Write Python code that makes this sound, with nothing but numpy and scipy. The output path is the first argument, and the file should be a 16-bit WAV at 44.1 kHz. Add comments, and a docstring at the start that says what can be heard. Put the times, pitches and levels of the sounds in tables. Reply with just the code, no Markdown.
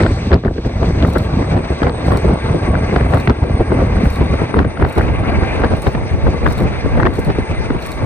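"""From the start a turbine helicopter spools up on a rooftop pad some way off: rotor roar, fan tones
and a compressor whine that rises for five seconds. A bright hiss dies away in the first half second,
while wind begins to buffet the microphone ports with gusts, puffs, cracks and thumps.
From 1.1 s a reflex camera fires nearby about once a second. Throughout, the recorder's gain control
ducks after each strong gust; the bass is mono at first and widens towards the end."""
import sys
import numpy as np
from scipy import signal
from scipy.fft import rfft, irfft, next_fast_len
from scipy.io import wavfile
from scipy.ndimage import uniform_filter1d

SR = 44100
rng = np.random.default_rng(int(sys.argv[2]) if len(sys.argv) > 2 else 0)


def master(y):
    """Save y as 16-bit WAV."""
    cut = np.clip(np.atleast_2d(y).T, -1, 1)
    pcm = np.round(cut * 32767)  # scale
    wavfile.write(sys.argv[1], SR, pcm.astype(np.int16))


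N = 355313
TIME_S = np.arange(N) / SR
SIDE = np.array([[1], [-1]])   # left plus, right minus


def from_db(db):
    """dB to gain."""
    return 10 ** (np.asarray(db) / 20)


def unit_rms(x):
    """Scale to rms 1."""
    return x / np.sqrt(np.mean(x ** 2) + 1e-20)


def in_time(rows, s=TIME_S):
    """Read a (seconds, value) curve."""
    return np.interp(s, *np.transpose(rows))


def at_hz(rows, hz):
    """Read a (Hz, value) curve on a log axis."""
    row_hz, values = np.transpose(rows)
    return np.interp(np.log(hz), np.log(row_hz), values)


def drift(rate_hz):
    """Slow random wander, rms 1."""
    pole = np.exp(-80 * np.pi * rate_hz / SR)
    slow = signal.lfilter([1], [1, -2 * pole, pole * pole], rng.standard_normal(N // 40 + 2002))[2000:]
    return np.interp(np.arange(N) / 40, np.arange(len(slow)), unit_rms(slow))


def stereo_noise(spread):
    """White noise with a side part of gain `spread`."""
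    mid, side = rng.standard_normal((2, N))
    return mid + spread * side * SIDE


def noise_bands(low_hz, count, coherence):
    """Yield centre in Hz and stereo noise for each half octave."""
    edges = low_hz * 2 ** (np.arange(count + 1) / 2)
    white = rng.standard_normal((2, 2, N))
    for k, (low, high) in enumerate(zip(edges, edges[1:])):
        band = signal.butter(2, [low, high], "band", fs=SR, output="sos")
        mid, side = signal.sosfilt(band, white[k % 2])
        hz = np.sqrt(low * high)
        alike = np.clip(at_hz(coherence, hz), 0, 1)
        yield hz, np.sqrt(1 + alike) * mid + np.sqrt(1 - alike) * side * SIDE


def resonance(x, hz, width_hz):
    """Two-pole peak of gain 1."""
    r = np.exp(-np.pi * width_hz / SR)
    poles = [1, -2 * r * np.cos(2 * np.pi * hz / SR), r * r]
    return signal.lfilter(np.array([1, 0, -1]) * (1 - r * r) / 2, poles, x)


def peaked(noise, hz, width_hz):
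    """The same resonance twice, scaled to rms 1."""
    return unit_rms(resonance(resonance(noise, hz, width_hz), hz, width_hz))


def low_pass(x, hz, stop_ratio=1.07):
    """Steep top cut, 70 dB down at stop_ratio * hz."""
    return signal.sosfilt(signal.cheby2(12, 70, stop_ratio * hz, fs=SR, output="sos"), x)


def moving_low_pass(x, top_hz, db_per_khz):
    """Top cut with a moving corner."""
    hz, s, spectra = signal.stft(x, SR, nperseg=1024, boundary="even")
    over_khz = np.maximum(hz[:, None] - np.interp(s, TIME_S, top_hz), 0) / 1000
    return signal.istft(spectra * from_db(-db_per_khz * over_khz), SR, nperseg=1024)[1][:, :N]


def delay_right(x, lag_s):
    """Fractional delay of the right channel."""
    size = next_fast_len(N)
    shift = np.exp(-2j * np.pi * np.fft.rfftfreq(size, 1 / SR) * lag_s)
    return np.array([x[0], irfft(rfft(x[1], size) * shift, size)[:N]])


# Each row: frequency in Hz, relative density in dB.
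ROAR_SPECTRUM = [(60, -22), (200, -3.5), (450, -2), (900, -8.5), (1500, -14), (2300, -10.5), (2700, -15.5),
                 (3100, -26.5), (4300, -27), (5000, -32), (6600, -34), (7200, -70), (7800, -40.5),
                 (9000, -22)]
# Each row: frequency in Hz, left-right coherence.
ROAR_COHERENCE = [(100, 1), (700, 0.26), (1300, 0.24), (2100, 0.91), (4000, 1), (8500, 0.21)]
# Each row: frequency in Hz, left minus right in dB.
ROAR_PAN = [(60, 5), (130, -0.5), (290, 0.5), (640, 1), (1410, 7.5), (3100, -2.5), (6820, -3), (15000, 14)]
# Each row: time in seconds, exhaust hiss gain in dB.
EXHAUST_HISS = [(0.0, 7), (.6, 12), (1.2, 7), (4.8, 2), (5.3, -2.5), (5.8, 5), (8.06, 4)]


def rotor_roar(blade_hz=25.2, throb_depth_db=0.5):
    """Noise throbbing at the blade rate; turbulence on the path swells all bands together."""
    throb_db = throb_depth_db * np.cos(2 * np.pi * blade_hz * TIME_S + 3 * drift(0.77))
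    hiss_db = in_time(EXHAUST_HISS)
    path_db, roar = 1.56 * drift(9.8), 0
    for hz, noise in noise_bands(50, 16, ROAR_COHERENCE):
        roar += from_db(throb_db + hiss_db * (hz > 2800) + path_db + 2 * drift(17)) * noise
    size = next_fast_len(N)
    bin_hz = np.fft.rfftfreq(size, 1 / SR) + 1
    colour_db = at_hz(ROAR_SPECTRUM, bin_hz) + 20 + SIDE * at_hz(ROAR_PAN, bin_hz) / 2
    return irfft(rfft(roar, size) * from_db(colour_db), size)[:, :N]


# Each row: frequency in Hz, width in Hz, level in dB against the roar.
FAN_PEAKS = [(640, 30, -12), (774, 35, -12), (879.5, 29, -9), (1130, 70, -9), (1600, 50, -13),
             (2060, 80, -11), (2200, 60, -15), (2360, 40, -18), (3600, 60, -23), (3750, 350, -20),
             (4450, 130, -21)]


def fan_tones():
    """Tail fan and gearbox: narrow noise peaks wavering in level."""
    out = 0
    for hz, width_hz, db in FAN_PEAKS:
        waver_db = 2.5 * drift(2) + 2.5 * drift(12)
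        out += from_db(db + waver_db) * peaked(rng.standard_normal(N), hz, width_hz)
    return out


# Each row: time in seconds, pitch in Hz.
WHINE_PITCH = [(0, 8120), (.4, 8160), (1.0, 8275), (1.4, 8400), (2.0, 8495), (2.5, 8595), (3.2, 8700),
               (3.9, 8705), (4.45, 8885), (5.0, 8960), (5.6, 8935), (6.6, 8890), (8.06, 8925)]
# Each row: time in seconds, level in dB.
WHINE_GAIN = [(0, -54), (.45, -58.5), (1.2, -52.5), (2.5, -41), (3.9, -39), (5.2, -35.5), (6.6, -42),
              (8.06, -40.5)]


def compressor_whine():
    """A rising tone that moving air fades and scatters into a narrow band of noise."""
    phase = 2 * np.pi * np.cumsum(in_time(WHINE_PITCH) + 15 * drift(16)) / SR
    level_db = in_time(WHINE_GAIN) + 0.5 * drift(2.9) + 2 * drift(7.5)
    scattered = (0.95 + 1.7 * drift(40)) * np.sin(phase) + 1.7 * drift(35) * np.cos(phase)
    return from_db(level_db) * scattered


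# Each row: time in seconds, gain of roar and fan tones in dB.
ENGINE_GAIN = [(0.0, -27), (0.22, -33), (0.45, -39), (0.94, -31.5), (1.6, -33.5), (2.3, -30), (3.03, -31),
               (3.75, -29.5), (4.4, -27.5), (4.53, -31.5), (4.67, -33), (4.9, -30.5), (5.2, -28.5),
               (5.45, -25.5), (5.6, -30), (5.88, -33.5), (6.7, -32), (8.06, -36)]


def helicopter():
    """Roar ending just above the whine, plus the tones; the right port hears it later."""
    roar = moving_low_pass(rotor_roar(), in_time(WHINE_PITCH) + 252, db_per_khz=62.5)
    engine = from_db(in_time(ENGINE_GAIN)) * (roar + fan_tones()) + compressor_whine()
    return low_pass(delay_right(engine, lag_s=98e-6), 9250)


# Each row: centre in Hz, width in Hz, relative level in dB.
HISS_BANDS = [(4200, 1500, 0), (8300, 900, -3), (9700, 1400, -5)]


def opening_hiss(level_db=-43, hold_s=0.27):
    """A bright rush in three bands that holds briefly, sputters and drops away."""
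    ports = stereo_noise(0.32)
    noise = sum(from_db(db) * peaked(ports, hz, width_hz) for hz, width_hz, db in HISS_BANDS)
    fade_db = -np.minimum(12 * (TIME_S / hold_s) ** 3, 120)
    return from_db(level_db + fade_db + 3 * drift(12)) * unit_rms(low_pass(noise, 10400))


# Each row: time in seconds, rumble in dB.
STEADY_WIND = [(0, -13), (.5, -31), (1.3, -21.5), (1.67, -30), (1.97, -21.5), (2.4, -27), (3.6, -21.5),
               (4.5, -31), (4.73, -42), (4.93, -33), (5.1, -27), (5.5, -23.5), (5.8, -35), (6.3, -22.5),
               (6.78, -29), (7.15, -22.5), (7.45, -36), (7.85, -42), (8.06, -17)]
# Each row: peak time in seconds, rumble in dB, half-power width in seconds, brightness in dB.
GUST_SWELLS = [(0.04,-11,0.058,-3),(0.13,-14,0.042,-34),(0.28,-18,0.054,-10),(0.346,1.5,0.025,-7.5),(0.461,-13,0.096,-13),(0.594,-16.5,0.035,-7.5),(0.669,-10.5,0.028,-12),(0.823,-11,0.095,-6.5),(0.93,-14,0.04,-25),(1.053,-9.5,0.075,-8),(1.173,-13,0.054,-8),(1.21,-13,0.021,-10),(1.391,-11.5,0.091,-5.5),(1.545,-12,0.066,-3.5),(1.717,-11.5,0.019,-3),(1.849,-11.5,0.034,0),(2.138,-8,0.076,-3.5),(2.26,-14,0.047,-3),(2.32,-13.5,0.054,1),(2.514,-16,0.094,-3),(2.748,-11,0.082,-5.5),(2.83,-14.5,0.024,-5),(2.968,-16,0.049,6.5),(3.04,-13.5,0.12,-6.5),(3.152,-8,0.051,-1.5),(3.301,-0.5,0.016,0.5),(3.41,-17.5,0.04,-5),(3.517,-15,0.062,-10),(3.612,-6.5,0.013,-9),(3.751,-14,0.076,-2),(3.86,-17.5,0.086,0.5),(3.97,-10.5,0.079,-9.5),(4.06,-7.5,0.042,-9),(4.23,-8.5,0.068,-5.5),(4.349,-13,0.032,-6),(4.424,-17.5,0.041,0.5),(4.585,-6.5,0.036,1),(4.66,-14.5,0.042,-17),(4.834,-10.5,0.053,-1),(4.995,-9,0.032,-0.5),(5.065,-13,0.039,-6),(5.11,-14,0.027,-4),(5.21,-17.5,0.091,-1),(5.27,-20,0.024,-7),(5.373,-9.5,0.018,-11),(5.431,-11.5,0.0096,-2),(5.643,-22,0.1,4.5),(5.74,-11.5,0.034,-1),(5.872,-17.5,0.029,4),(6.01,-20,0.083,0),(6.15,-14.5,0.032,-9),(6.277,-14.5,0.044,-10),(6.466,-12,0.05,-3.5),(6.63,-18.5,0.088,-2),(6.86,-16,0.024,2),(6.98,-16.5,0.087,-3),(7.054,-21.5,0.055,5),(7.29,-13.5,0.027,1.5),(7.383,-24.5,0.055,-3),(7.517,-18.5,0.03,-3),(7.593,-16.5,0.023,-14.5),(7.711,-26,0.16,-0.5),(8.05,-20.5,0.073,-9)]


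def airflow(steady_bright_db=-1.5, flank=1.58):
    """Rumble and brightness in dB: gusts add power to the steady wind, the loudest sets the colour."""
    peak_s, db, width_s, gust_bright_db = np.transpose(GUST_SWELLS)[:, :, None]
    t = np.arange(0, N + 64, 64) / SR
    gusts = from_db(db - 3 * np.abs(2 * (t - peak_s) / width_s) ** flank) ** 2
    steady = from_db(in_time(STEADY_WIND, t)) ** 2
    power = steady + gusts.sum(axis=0)
    bright_db = (steady * steady_bright_db + (gusts * gust_bright_db).sum(axis=0)) / power
    return np.interp(TIME_S, t, 10 * np.log10(power)), np.interp(TIME_S, t, bright_db)


# Each row: start in seconds, level in dB, treble tilt in dB, decay in cycles of each band.
PUFF_EVENTS = [(0.004, -10.5, -3, 27), (0.05, -10.5, -12.5, 14), (0.107, -9, -32, 11), (0.316, -7, -2, 11),
               (0.331, 2.5, -6, 26), (0.435, -9, -23, 5.9), (0.448, -4, -8, 22), (0.508, -9.5, -44, 8.3),
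               (0.558, -14, -34, 7.5), (0.581, -12, -13, 11), (0.648, -11, -8, 15), (0.694, -16, -16, 15),
               (0.829, -42.5, 7, 5.1), (0.906, -13.5, -9, 6.3), (0.945, -12, -9, 16),
               (1.022, -12.5, -22, 37), (1.158, -5, -16, 11.4), (1.591, -7, -13, 3.9),
               (1.702, -12.5, -31, 7.5), (1.818, -7.5, -1, 7.4), (1.865, -13.5, -20, 35),
               (2.243, -5.5, -35, 11), (2.29, -7.5, -32, 19), (2.543, -6, -33, 14.6),
               (2.677, -11.5, -31, 11), (2.926, -11.5, -14, 10), (2.962, -8, -4, 7.3),
               (3.008, -18, 11.5, 6.4), (3.274, -2.5, 0, 3.4), (3.295, -12, -6, 12), (3.446, -10, -44, 22),
               (3.496, -10, -24, 6.8), (3.602, -5, -52, 19), (3.715, -6, -30, 19), (3.819, -4.5, -36, 10),
               (4.209, -6.5, -13, 9.5), (4.416, -10, -34, 7.6), (4.539, -6.5, -19, 6.3),
               (4.561, -8, -19, 17), (4.599, -14, -24, 11), (4.647, -11.5, -4, 13), (4.794, -18, -34, 5.6),
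               (4.818, -7, -12, 9.1), (4.957, -19.5, -23, 25), (5.419, -21, -5.5, 11),
               (5.601, -21, -21, 4.6), (5.635, -9.5, -6, 18), (5.736, -4.5, -24, 3.1),
               (5.87, -14, 2.5, 2.4), (5.949, -8.5, -3, 6), (6.263, -10, -32, 40), (6.429, -13.5, -20, 13),
               (6.46, -17, -9, 16), (6.475, -22, -18, 14), (6.605, -15.5, -26, 14), (6.859, -6.5, -36, 6.7),
               (6.973, -9, -14, 14), (7.026, -6, -5, 4.5), (7.053, -7.5, -1.5, 25),
               (7.184, -11.5, -41, 11.5), (7.385, -6, -39, 3.4), (7.705, -5, -10, 3.1)]
# Each row: frequency in Hz, relative density in dB.
PUFF_SPECTRUM = [(60, -6), (150, -6.5), (400, 1.5), (900, -16), (2000, 7.5), (4000, -62.5), (9000, -37.5)]


def puff_envelope(hz, pans_db):
    """Sharp puffs in one band: each dies in a set number of cycles, so treble goes first."""
    t = np.arange(round(0.2 * SR)) / SR
    out = np.zeros((2, N + len(t)))
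    treble_share = np.clip(np.log2(hz / 500) / 2, 0, 1.5)
    for (start_s, db, treble_db, cycles), pan_db in zip(PUFF_EVENTS, pans_db):
        i, decay_s = round(start_s * SR), np.clip(cycles / hz, 0.006, 0.08)
        level_db = db + 20 + at_hz(PUFF_SPECTRUM, hz) + (treble_db - 10) * treble_share
        shape = (1 - np.exp(-t / (0.071 * decay_s))) * from_db(-30 * t / decay_s)
        out[:, i:i + len(t)] += from_db(level_db + SIDE * pan_db / 2) * shape
    return out[:, :N]


def evened(noise, hz, share=0.6, cycles=2):
    """Smooth a low band's random level swings so that the gusts stand out."""
    power = uniform_filter1d(np.mean(noise ** 2, axis=0), round(cycles * SR / hz))
    return noise * (power / power.mean() + 0.05) ** (-share / 2)


# Each row: frequency in Hz, relative density in dB.
WIND_SPECTRUM = [(25, -29.5), (40, -2), (60, 6.5), (100, 1.5), (160, -5), (300, -12), (600, -16.5),
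                 (1200, -29.5), (2400, -49.5), (5000, -68)]
# Each row: frequency in Hz, left-right coherence.
WIND_COHERENCE = [(30, 0.03), (100, 0.2), (250, 0.72), (500, 0.86), (1200, 0), (4000, 0.056)]


def wind():
    """Flow and puffs on the ports: eddies shake all bands together, small ones roughen the top."""
    rumble_db, bright_db = airflow()
    puff_pans_db = 2 + 0.5 * rng.standard_normal(len(PUFF_EVENTS))
    lumps_db = 2.5 * (drift(20) + 0.79 * drift(62))
    flutter_db, out = 2.5 * drift(140), 0
    for hz, noise in noise_bands(22, 17, WIND_COHERENCE):
        height = np.clip(np.log2(hz / 90) / 3.1, 0, 1.6)   # above the rumble
        colour_db = at_hz(WIND_SPECTRUM, hz) + height * (bright_db + 4.5)
        flow = from_db(rumble_db + 22.5 + colour_db + lumps_db + 1.5 * drift(9.5))
        if hz < 1000:
            noise = evened(noise, hz)
        out += (flow + puff_envelope(hz, puff_pans_db)) * from_db(height * flutter_db) * noise
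    return low_pass(out, 6500)


# Each row: peak time in seconds, level in dB, treble tilt in dB, nominal width in seconds.
CRACK_EVENTS = [(0.036, -16, -9, 0.018), (0.064, -11.5, -9, 0.0087), (0.331, -7, -4, 0.016),
                (0.3424, -1.5, 1.5, 0.0024), (0.36, -9, -26, 0.0068), (0.438, -21, -19, 0.006),
                (0.449, -22, -1, 0.0042), (0.469, -18, -15, 0.0081), (0.482, -11.5, -28, 0.0079),
                (0.831, -16, -13, 0.0031), (1.0258, -9, -2, 0.0042), (1.0495, -4.5, -25, 0.004),
                (1.157, -14, -16, 0.006), (1.165, -8.5, -32, 0.019), (1.172, -8, -19, 0.0034),
                (1.821, -24, -28, 0.0091), (1.833, -12.5, -2, 0.016), (1.881, -18, -15, 0.015),
                (1.896, -21, -3, 0.0044), (2.1208, -9, -11, 0.013), (2.1612, -20, -7, 0.013),
                (2.293, -29, -20, 0.0045), (2.544, -18.5, -27, 0.0056), (2.743, -14, -25, 0.0039),
                (2.754, -5, -25, 0.0036), (2.961, -10.5, -7.5, 0.0085), (2.9851, -16, -28, 0.0062),
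                (3.013, -6.5, -29, 0.0028), (3.137, -4.5, -7.5, 0.0071), (3.148, -11, -15, 0.051),
                (3.173, -19, -7, 0.0043), (3.278, -7, -9, 0.0022), (3.2975, 1, -7, 0.0022),
                (3.305, -5, -16, 0.0023), (3.7213, -13, -31, 0.0091), (3.968, -15, -24, 0.0021),
                (4.058, -5.5, -8, 0.0087), (4.5417, -14, -25, 0.0071), (4.568, -9, -10, 0.004),
                (4.591, -6.5, -12, 0.013), (4.604, -31, -19, 0.0069), (4.63, -18, -9, 0.0031),
                (4.648, -13, -11.5, 0.0077), (4.774, -14, -15, 0.006), (4.811, -22, -14, 0.0042),
                (4.827, -4.5, -41, 0.0092), (4.8499, -13, -11.5, 0.0096), (4.98, -23, -8, 0.0028),
                (5.011, -11.5, -27, 0.0066), (5.2497, -20, -31, 0.025), (5.4306, -18.5, -14, 0.012),
                (5.635, -25, -17, 0.003), (5.647, -19, -10, 0.032), (5.7385, -15, -22, 0.0042),
                (5.869, -10, -6, 0.0087), (5.954, -18, -13, 0.011), (6.27, -12.5, -38, 0.016),
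                (6.463, -6, -30, 0.0098), (6.476, -12, -10, 0.01), (6.859, -25, -15, 0.0038),
                (6.9726, -21, -10, 0.0032), (6.981, -13, -27, 0.0044), (7.003, -16.5, -18, 0.024),
                (7.032, -7, -16, 0.0054), (7.056, -18, -14, 0.0039), (7.064, -11, -4.5, 0.0059),
                (7.069, -8.5, -18, 0.0093), (7.704, -12, -22, 0.0047)]


def cracks(pan_db=6.5):
    """Gusts snap across a port: bell-shaped bursts, briefer in the treble. The left faces the wind."""
    t, out = np.linspace(-0.03, 0.03, round(0.06 * SR)), 0
    spikes = from_db(4.35 * drift(130))
    bands = [(500, 1700, 0.07, 1), (1900, 4220, 1, -2), (4300, 10500, 3.5, -16)]
    for low_hz, high_hz, treble_weight, band_db in bands:
        envelope = np.zeros((2, N))
        for peak_s, db, treble_db, width_s in CRACK_EVENTS:
            i = round(peak_s * SR) - len(t) // 2
            level_db = db + band_db + treble_weight * treble_db
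            bell = np.exp(-(1.3 + 79 * treble_weight) * (t / width_s) ** 2)
            envelope[:, i:i + len(t)] += from_db(level_db + SIDE * pan_db / 2) * bell
        band = signal.butter(3, [low_hz, high_hz], "band", fs=SR, output="sos")
        noise = signal.sosfilt(band, stereo_noise(0.8) * spikes)
        out += low_pass(envelope * unit_rms(noise), 1.45 * high_hz)
    return out


# Each row: start in seconds, level in dB, nominal pitch in Hz.
THUMP_EVENTS = [(0.199, -12, 137), (0.268, -5, 194), (0.329, 0, 175), (0.446, -6, 113), (0.585, -11, 91.5),
                (1.032, -8, 161), (1.167, -2, 161), (1.368, -4.5, 169), (1.513, -12, 121), (1.709, -7, 133),
                (1.816, -9, 121), (2.062, -8.5, 167), (2.247, 0, 110), (2.329, -0.5, 129), (2.498, -2, 99),
                (2.548, -3, 121), (2.808, -7, 167), (2.93, -12, 280), (3.133, -1, 95), (3.274, 4, 106),
                (3.497, -8, 152), (3.604, -9, 143), (3.71, -8, 167), (3.973, -6, 110), (4.032, 2.5, 150),
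                (4.204, -6, 112), (4.338, -4.5, 98), (4.409, -4, 109), (4.543, -12, 134), (5.424, -16, 270),
                (5.476, -10, 113), (5.945, -11, 172), (6.128, -11.5, 135), (6.262, -7, 118),
                (6.618, -9.5, 128), (6.849, -11, 95), (7.267, -7.5, 110), (7.701, -7, 237)]


def thumps(gain_db=-2, cycles=4.5, glide=1.3, pan_spread_db=2.5):
    """Eddies burst on the ports: a few cycles of falling pitch, random in phase and pan."""
    out, t = np.zeros((2, N + SR)), np.arange(round(0.08 * SR)) / SR
    for start_s, db, hz in THUMP_EVENTS:
        offset, pan = rng.standard_normal(2)
        age, i = t * hz / cycles, round(start_s * SR)
        pitch_hz = hz * (0.8 + glide * np.exp(-4 * age))
        phase = 2 * np.pi * np.cumsum(pitch_hz) / SR + 3 * offset
        thump = (1 - np.exp(-12 * age)) * np.exp(-3 * age ** 2) * np.sin(phase)
        out[:, i:i + len(t)] += from_db(db + gain_db + pan_spread_db * pan * SIDE) * thump
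    return out[:, :N]


# Each row: main click time in seconds, level in dB.
CAMERA_SHOTS = [(1.1275, -19), (2.117, -21.5), (3.145, -19.5), (4.103, -19), (4.9254, -21), (5.821, -23.5),
                (6.524, -20.5), (7.1928, -23.5), (7.863, -25)]
# Each row: seconds from the main click, drive motor level in dB against the shot.
MOTOR_WHIRR = [(-.1, -49), (-.065, -28), (-.03, -21), (-.012, -28), (.02, -23), (.07, -25.5), (.115, -29),
               (.15, -50)]
# Each row: seconds from the main click, level in dB, t60 in seconds, low-mode gain in dB.
# In order: release, mirror up, two curtain clicks, mirror down, its bounce, latch.
SHOT_CONTACTS = [(-.055, -20, .02, -6), (-.040, -11, 0.016, 3), (-0.001, 1, 0.012, -12),
                 (.0065, -3, 0.013, -10), (0.0543, 0.5, .014, 5), (.062, -12, .018, 3),
                 (.111, -22, .012, 0)]
# Each row: frequency in Hz, width in Hz, gain in dB.
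BODY_MODES = [(3740, 110, 9), (4300, 270, 6.5), (5670, 200, 1.5), (7700, 890, -1), (9380, 650, 3),
              (10870, 960, -12), (12600, 2200, -18), (14150, 1030, 0)]


def camera():
    """Motor and contacts rattle noise through the body's modes; the mirror rings the low ones most."""
    drive = np.zeros((2, N + SR))   # for high modes, for low modes
    t = np.arange(round(0.1 * SR)) / SR
    attack = 1 - np.exp(-t / 0.00046)
    rattle = from_db(4.5 * drift(60))
    whirr_s = np.arange(MOTOR_WHIRR[0][0], MOTOR_WHIRR[-1][0], 1 / SR)
    whirr = from_db(in_time(MOTOR_WHIRR, whirr_s))
    for click_s, shot_db in CAMERA_SHOTS:
        i = round((click_s + whirr_s[0]) * SR)
        drive[:, i:i + len(whirr)] += from_db(shot_db) * whirr * np.resize(rattle[i:], len(whirr))
        for after_s, contact_db, t60_s, low_db in SHOT_CONTACTS:
            i = round((click_s + after_s) * SR)
            decay_db = shot_db + contact_db + rng.normal(0, 3.7) - 60 * t / t60_s
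            drive[:, i:i + len(t)] += from_db([decay_db, decay_db + low_db]) * attack
    noise, out = stereo_noise(0.22) * from_db(2 * drift(130)), 0
    for k, (hz, width_hz, db) in enumerate(BODY_MODES):
        force = drive[int(hz < 5000), :N] * noise + 1e-18
        out += (-1) ** k * from_db(db) * resonance(force, hz, width_hz)
    return delay_right(out, lag_s=15e-6)


def scene():
    """Wind, helicopter and camera at the two ports."""
    return wind() + helicopter() + thumps() + cracks() + camera() + opening_hiss()


# Each row: time in seconds, corner in octaves above 40 Hz.
MONO_CORNER = [(0.0, 4), (1.6, 2.6), (3.8, 2.8), (5.6, 0.4), (8.06, -2)]


def mono_bass(x, db_per_octave=58):
    """Cut the left-right difference below a sinking corner."""
    hz, s, spectra = signal.stft((x[0] - x[1]) / 2, SR, nperseg=2048, boundary="even")
    octaves_below = np.maximum(in_time(MONO_CORNER, s) - np.log2(hz[:, None] / 40 + 1e-3), 0)
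    side = signal.istft(spectra * from_db(-db_per_octave * octaves_below), SR, nperseg=2048)[1][:N]
    return np.mean(x, axis=0) + side * SIDE


def record(dry):
    """Bass is narrowed, gain control ducks loud gusts and recovers slowly; soft clip, top cut."""
    threshold_db, duck_share = -13, 0.47
    power = uniform_filter1d(np.mean(dry ** 2, axis=0), round(0.02 * SR))
    over_db = np.maximum(10 * np.log10(power + 1e-12) - threshold_db, 0)
    release_db = 25 * TIME_S
    held_db = np.maximum.accumulate(over_db + release_db) - release_db
    duck_db = duck_share * uniform_filter1d(held_db, round(0.0051 * SR))
    ducked = mono_bass(dry) * from_db(0.5 - duck_db)
    rounded = ducked / (1 + ducked ** 4) ** (1 / 4)
    return low_pass(rounded, 15850, stop_ratio=1.03)


dry = scene()
out = record(dry)
master(out)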